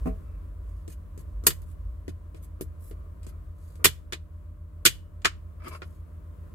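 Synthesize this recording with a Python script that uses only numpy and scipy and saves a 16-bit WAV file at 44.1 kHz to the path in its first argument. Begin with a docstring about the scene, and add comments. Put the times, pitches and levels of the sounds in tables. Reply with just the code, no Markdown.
"""First a dull double bump and rumble: a hand on a phone. Then, close by, a tortoise shifts about on a
hard plastic tray lying on bark chips in a small indoor pen. Its claws snap off the plastic and the shell
lands just after, in quick double knocks; between them come light steps and faint stick-slip scratching.
Each contact excites the tray's modes and the pen walls scatter it. Behind: room air and a machine's hum."""
import sys
import numpy as np
from scipy import signal
from scipy.fft import rfft, irfft, next_fast_len
from scipy.io import wavfile
from scipy.ndimage import uniform_filter1d

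SR = 44100
rng = np.random.default_rng(int(sys.argv[2]) if len(sys.argv) > 2 else 0)


def materialize(psi):
    """Save the field psi as 16-bit PCM at rate SR to the path in sys.argv[1].

    A 1-D psi becomes a single channel; in a 2-D psi each row is a channel.
    """
    bounded = np.clip(np.atleast_2d(psi).T, -1, 1)
    quanta = np.round(bounded * 32767).astype(np.int16)
    wavfile.write(sys.argv[1], SR, quanta)


N = 288414
TIME_S = np.arange(N) / SR
HIT_TIME_S = np.arange(SR // 2) / SR
LEFT_RIGHT = np.array([[1], [-1]])

# Claw snaps, shell landings: t/s, level/dB, treble at 10 kHz/dB, body under 1.3 kHz/dB, claw spot f/Hz,
# thud level/dB, landing delay/s, landing re snap/dB, landing spot f/Hz
SNAPS = [(1.4673, -17, 9, -0.5, 1864, -25.5, .0047, -5, 7600),
         (3.845, -10, 1.5, -3, 2300, -24, .0102, 1, 3430),
         (4.124, -26, -12, -5, 1500, -40, 0.0079, 4, 3660),
         (4.8529, -10, -0.5, -16.5, 1464, -26.5, .0085, 6, 3250),
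         (5.2476, -9.5, -19, -9, 2750, -31, .0068, 7.5, 1280)]
# Footfalls: t/s, level/dB, treble at 10 kHz/dB, spot f/Hz, thud level/dB, thud f/Hz, skid length/s
STEPS = [(0.8786, -51.5, 2, 8000, -37.5, 386, 0.055), (1.1768, -54, 2, 7800, -41, 220, .032),
         (1.4382, -55.5, 4, 6000, -42, 300, .022), (1.505, -29, -5, 3500, -44, 379, 0.004),
         (1.6184, -61, 4.5, 12000, -68, 250.7, 0.011), (2.0802, -43.5, -7.5, 1950, -30.5, 318, 0.012),
         (2.3458, -51.5, -9.5, 2500, -43, 358, 0.028), (2.6099, -44, 9.5, 996, -28.5, 346, 0.0024),
         (2.912, -50, -11, 1955, -39.5, 402, 0.017), (3.231, -54, -4.5, 8200, -55.5, 293, 0.015),
         (3.2665, -49, -3, 8420, -41.5, 221, 0.026), (3.7552, -56.5, -3, 7990, -54.5, 280, 0),
         (5.2188, -49, -15, 7200, -63.5, 230, 0.0015), (5.682, -47.5, 5.5, 1270, -42.5, 383, 0),
         (5.8193, -26, -37, 1390, -41.5, 390, 0.0046)]
# Claw drags: t/s, length/s, level/dB, treble at 10 kHz/dB
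SCRAPES = [(0.584, 0.31, -73, -0.5), (1.647, 0.1, -70.5, 5.5), (2.418, 0.039, -62.5, 8.5),
           (2.787, 0.15, -69.5, 14), (3.536, 0.31, -68, 3), (5.615, 0.18, -49.5, -6),
           (5.774, 0.26, -68, -1)]
# Soft rubs, first hand on phone, then shell on tray: t/s, length/s, level/dB, treble at 10 kHz/dB
RUBS = [(0.201, 0.24, -60, -36), (1.43, 0.024, -37.5, -102), (2.583, 0.029, -47, -89),
        (2.93, 0.17, -54, -95), (3.26, 0.15, -52.5, -94.5), (3.786, 0.057, -42, -98.5),
        (5.588, 0.084, -50.5, -16), (5.631, 0.06, -39, -11), (5.698, 0.077, -43, -4)]
# Hollow resonances of the rubs: f/Hz, width/Hz, level/dB
RUB_MODES = [(260, 57, -5), (370.8, 110, -2.5), (617.6, 53, -3.5), (1080, 120, -2.5), (1264, 150, -0.5),
             (1776, 230, -15.5), (2290, 110, -5), (2620, 72, -9), (5000, 160, -14.5)]
# Tray floor flexing, damped by the bark: f/Hz, level/dB, t60/s
FLOOR_MODES = [(82, -3, 1), (127, -6, 0.29), (170, -2, 0.12), (233, -2.5, 0.076), (318.4, -1, 0.089),
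               (382, 3.5, 0.06), (448, -6.5, 0.1), (629.7, -7, 0.085)]
# Thin ring after the hardest landing: f/Hz, level/dB, t60/s
AFTER_RING_MODES = [(2930, -50, .4), (3030, -51, 0.36), (5375, -66, 0.48)]
# Stiff resonances of tray walls and rim: f/Hz, width/Hz, gain/dB
RIM_MODES = [(1210, 160, 0), (1900, 320, 3), (2455, 77, 6.5), (2870, 110, 5.5), (3020, 24, 7),
             (3356, 42, 4), (3480, 55, 4.5), (4100, 43, 4), (4590, 56, 5.5), (5480, 45, 6.5),
             (5760, 500, -7.5), (6560, 84, 5), (7050, 60, 3), (8070, 600, 4), (9374, 600, -4.5),
             (10700, 300, 2), (12700, 240, 4)]
# Broad colour of the plastic: f/Hz, gain/dB
PLASTIC_SPECTRUM = [(100, -16.5), (300, -13.5), (850, 4), (1400, 2.5), (3000, -1.5), (4500, 0.83),
                    (6000, 1.5), (10000, 0.5), (14000, 0), (16000, -23.5)]
# Hand bumps on the phone: t/s, level/dB
BUMPS = [(0.058, -22.5), (0.0707, -21)]
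# Phone case modes: f/Hz, level/dB, t60/s
CASE_MODES = [(185.8, -5.5, 0.21), (258, 0, 0.11), (427, -9, 0.17), (471.5, -17, 0.22), (649, -13, 0.23),
              (749, -7, 0.12), (1050, -17, 0.15), (1150, -17, 0.057)]
# Skin on the case: f/Hz, relative level/dB
SCUFF_SPECTRUM = [(200, -26), (600, -20), (1100, 1), (1600, -8), (2600, -8), (3300, -26), (8000, -23),
                  (15000, -23)]
# Hand rumble: f/Hz, relative level/dB
RUMBLE_SPECTRUM = [(12, -29), (28, -26.5), (40, 7), (52, 15.5), (66, 7.5), (90, -12), (115, -7.5),
                   (250, -62)]
# Brief shifts of the grip: t/s, level/dB
GRIP_SHIFTS = [(0.01, -26.5), (1.36, -35.5), (1.88, -36), (3.0, -40.5), (3.48, -41.5), (4.68, -53)]
# Room air: f/Hz, relative level/dB
AIR_SPECTRUM = [(20, -18), (100, 1), (160, 0), (300, -8), (450, -10.5), (620, -10.5), (800, -17),
                (1020, -11.5), (1500, -23), (2500, -33), (5500, -42.5), (8000, -38), (15000, -38)]
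# Room air as the phone turns: t/s, level/dB
AIR_LEVELS = [(0, -47), (0.3, -54), (1.2, -54), (2.2, -55.5), (3.2, -54), (4.5, -57.5), (5.3, -56),
              (6.54, -53)]
# Two beating motors and overtones: f/Hz, rms level/dB
HUM_TONES = [(79.8, -45), (87, -47), (159.6, -60.5), (306, -68.5), (598, -70)]


def snaps(give_lead_s=0.0021, give_db=-23, catch_db=-6, catch_hz=3060, thud_hz=397, after_ring_at_s=4.8615):
    """A loaded claw gives, snaps off and catches again; the blunt shell lands, duller. One landing rings."""
    out = np.zeros((2, N))
    for at_s, db, treble_db, body_db, claw_hz, thud_db, drop_s, landing_db, landing_hz in SNAPS:
        add(out, at_s - give_lead_s, knock(db + give_db, treble_db, body_db, claw_hz))
        add(out, at_s, knock(db, treble_db, body_db, claw_hz) + thud(thud_db, thud_hz))
        add(out, at_s + 0.42 * drop_s, knock(db + catch_db, treble_db, body_db, catch_hz))
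        landing = knock(db + landing_db, treble_db - 4, body_db, landing_hz)
        add(out, at_s + drop_s, landing + thud(thud_db + 1, thud_hz))
    add(out, after_ring_at_s, ring(AFTER_RING_MODES, spread_rad=0.7, jitter=0.0019))
    return out


def steps(body_db=2, skid_delay_s=0.0081, skid_db=-2):
    """A foot ticks and thuds on the tray; mostly its claw skids on."""
    out = np.zeros((2, N))
    for at_s, db, treble_db, spot_hz, thud_db, thud_hz, skid_s in STEPS:
        add(out, at_s, knock(db, treble_db, body_db, spot_hz) + thud(thud_db, thud_hz))
        if skid_s > 0:
            add(out, at_s + skid_delay_s, scratch(skid_s, db + skid_db, treble_db))
    return out


def knock(db, treble_db, body_db, spot_hz, spot_lift_db=7.5, body_hz=1300):
    """A contact cracks on the plastic and lifts the resonance of its spot."""
    def gain_db(hz):
        spot_db = spot_lift_db * bell(hz, spot_hz, 0.21 * spot_hz)
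        panel_db = body_db / (1 + (hz / body_hz) ** 6)  # blows near the rim hardly bend the panels
        return plastic_db(hz) + tilt_db(hz, treble_db) + spot_db + panel_db
    return undb(db) * colour(scatter(), gain_db)


def thud(db, favoured_hz, width_hz=280):
    """The tray floor flexes under load; the place of contact picks the modes."""
    modes = [(hz, mode_db + 10 * np.log10(bell(hz, favoured_hz, width_hz)), t60_s)
             for hz, mode_db, t60_s in FLOOR_MODES]
    return undb(db) * ring(modes, spread_rad=0.9, jitter=0.051)


def scatter(crack_db=4, spiky_db=4, tail_db=-23):
    """Contact response: spiky crack, dense short-lived tray modes, duller tail from the pen walls."""
    size = len(HIT_TIME_S)
    spikes = unit_rms(stereo_noise(size, side_db=-1) * undb(spiky_db * rng.standard_normal(size)))
    crack = undb(crack_db) * decay(t60_s=0.0072) * spikes
    tray = decay(t60_s=0.075) * stereo_noise(size, side_db=0)
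    tail = undb(tail_db) * decay(t60_s=0.23) * stereo_noise(size, side_db=-0.5)
    return crack + tray + colour(tail, lambda hz: tilt_db(hz, treble_db=-3))


def plastic_db(hz):
    """Tray response: broad colour plus wall and rim resonances."""
    rim_db = sum(db * bell(hz, centre_hz, width_hz) for centre_hz, width_hz, db in RIM_MODES)
    return spectrum_db(PLASTIC_SPECTRUM, hz) + rim_db


def ring(modes, spread_rad, jitter):
    """Damped modes of one blow, randomly detuned; each reaches the two ports at its own phase."""
    out = 0
    for hz, db, t60_s in modes:
        detune, lag = rng.standard_normal(2)
        phase_rad = 2 * np.pi * hz * (1 + jitter * detune) * HIT_TIME_S
        out = out + undb(db) * decay(t60_s) * np.sin(phase_rad + spread_rad * lag * LEFT_RIGHT)
    attack = 1 - decay(t60_s=0.0049)
    return out * attack


def scrapes():
    """Claws drag over the tray between steps."""
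    out = np.zeros((2, N))
    for at_s, length_s, db, treble_db in SCRAPES:
        add(out, at_s, scratch(length_s, db, treble_db))
    return out


def scratch(length_s, db, treble_db, tip_hz=10500, tip_width_hz=3000, tip_db=3):
    """A sharp claw tip sticks and slips: a high, grainy hiss."""
    def gain_db(hz):
        hiss_db = tip_db * (2 * bell(hz, tip_hz, tip_width_hz) - 1)
        return plastic_db(hz) + tilt_db(hz, treble_db) + hiss_db
    return undb(db) * colour(stick_slip(length_s, slips_per_s=1100, uneven_db=5), gain_db)


def rubs():
    """Soft rubs: first a faint hand rub on the phone, then the shell sliding on the tray."""
    out = np.zeros((2, N))
    for at_s, length_s, db, treble_db in RUBS:
        def gain_db(hz):
            power = sum(undb(mode_db) ** 2 * bell(hz, centre_hz, width_hz)
                        for centre_hz, width_hz, mode_db in RUB_MODES)
            return 10 * np.log10(power / power.mean()) + tilt_db(hz, treble_db)
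        judder = stick_slip(length_s, slips_per_s=500, uneven_db=3.5)
        add(out, at_s, undb(db) * colour(judder, gain_db))
    return out


def stick_slip(length_s, slips_per_s, uneven_db):
    """A tapered run of tiny uneven slips, each smeared by the contact response."""
    count = int(np.clip(length_s * SR, 2, SR))
    slipping = rng.random(SR) < slips_per_s / SR
    slips = slipping * undb(uneven_db * rng.standard_normal(SR))
    run = unit_rms(slips[:count] + 1e-9) * signal.windows.tukey(count, 0.53)
    response = scatter()
    response /= np.sqrt(np.sum(response ** 2) / 2)
    return signal.fftconvolve(run[None], response, axes=1)


def bumps(scuff_db=-24):
    """The hand knocks dully on the phone case and scuffs over it."""
    out = np.zeros((2, N))
    for at_s, db in BUMPS:
        skin = shaped_noise(SCUFF_SPECTRUM, len(HIT_TIME_S), side_db=0)
        scuff = undb(scuff_db) * skin * decay(t60_s=0.15)
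        case = ring(CASE_MODES, spread_rad=0.6, jitter=0.0043)
        add(out, at_s, undb(db) * (case + scuff))
    return out


def rumble(evenness=0.34):
    """The hand shakes both ports nearly alike, with a fairly even swing."""
    shake = shaped_noise(RUMBLE_SPECTRUM, N, side_db=-24.5)
    swing = np.sqrt(uniform_filter1d(np.mean(shake ** 2, axis=0), size=2200))
    return unit_rms(shake / swing ** evenness) * grip()


def grip(start_db=-36.5, settled_db=-47.5, settle_s=2.0, shift_half_s=0.085):
    """Rumble gain: the hand steadies slowly, with a swell at each shift."""
    resting = undb(settled_db + (start_db - settled_db) * np.exp(-TIME_S / settle_s))
    swell_power = sum(undb(db) ** 2 * np.exp(-((TIME_S - at_s) / shift_half_s) ** 2)
                      for at_s, db in GRIP_SHIFTS)
    return np.sqrt(resting ** 2 + swell_power)


def machine_hum(wander_rad=0.19):
    """Two motors beat; each tone wanders slightly in phase."""
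    hum = 0
    for hz, db in HUM_TONES:
        phase_rad = 2 * np.pi * (hz * TIME_S + rng.random()) + wander_rad * drift(points=20)
        hum = hum + np.sqrt(2) * undb(db) * np.sin(phase_rad)
    return hum


def room_air(swell_db=-0.7, left_db=1.3):
    """Dull, gently swelling room noise, louder on the left."""
    air = shaped_noise(AIR_SPECTRUM, N, side_db=-1)
    level_db = np.interp(TIME_S, *np.transpose(AIR_LEVELS))
    return air * undb(level_db + swell_db * drift(points=60) + left_db * LEFT_RIGHT)


def undb(db):
    return 10 ** (np.asarray(db) / 20)


def unit_rms(x):
    return x / np.sqrt(np.mean(x ** 2))


def decay(t60_s):
    return np.exp(-np.log(1000) * HIT_TIME_S / t60_s)


def bell(hz, centre_hz, width_hz):
    """Resonance power curve, peak 1."""
    return 1 / (1 + (2 * (hz - centre_hz) / width_hz) ** 2)


def tilt_db(hz, treble_db):
    """Linear in frequency, treble_db at 10 kHz; softer contacts lose treble."""
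    return treble_db * hz / 10000


def spectrum_db(points, hz):
    """Interpolate (f/Hz, level/dB) rows over log frequency."""
    points_hz, db = np.transpose(points)
    return np.interp(np.log(hz + 1), np.log(points_hz), db)


def colour(x, gain_db):
    """Minimum-phase filter with response gain_db(hz)."""
    size = 2 * next_fast_len(x.shape[-1] // 2 + 4096)
    hz = np.arange(size // 2 + 1) * SR / size
    cepstrum = irfft(np.log(undb(gain_db(hz))))
    cepstrum[1:size // 2] *= 2
    cepstrum[size // 2 + 1:] = 0
    return irfft(rfft(x, size) * np.exp(rfft(cepstrum)), size)[..., :x.shape[-1]]


def stereo_noise(size, side_db):
    """White mid/side noise, rms 1."""
    mid, side = rng.standard_normal((2, size))
    return unit_rms(mid + undb(side_db) * side * LEFT_RIGHT)


def shaped_noise(points, size, side_db):
    """Stereo noise with the given spectrum, rms 1."""
    return unit_rms(colour(stereo_noise(size, side_db), lambda hz: spectrum_db(points, hz)))


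def drift(points):
    """Slow line through random points."""
    return np.interp(TIME_S, np.linspace(0, TIME_S[-1], points), rng.standard_normal(points))


def add(out, at_s, x):
    start = max(int(at_s * SR), 0)
    out[:, start:start + x.shape[-1]] += x[..., :max(N - start, 0)]


def scene():
    """Tortoise, hand and room at the two microphone ports."""
    return snaps() + steps() + scrapes() + rubs() + bumps() + rumble() + room_air() + machine_hum()


def record(dry, notch_hz=825, notch_width_hz=170, notch_db=-11, top_hz=15800):
    """Microphone: hollow mids, clipped peaks, steep top cut."""
    hollow = colour(dry, lambda hz: notch_db * bell(hz, notch_hz, notch_width_hz))
    lowpass = signal.ellip(10, 0.2, 80, top_hz, fs=SR, output="sos")
    return signal.sosfilt(lowpass, np.clip(hollow, -0.9, 0.9))


dry = scene()
out = record(dry)
materialize(out)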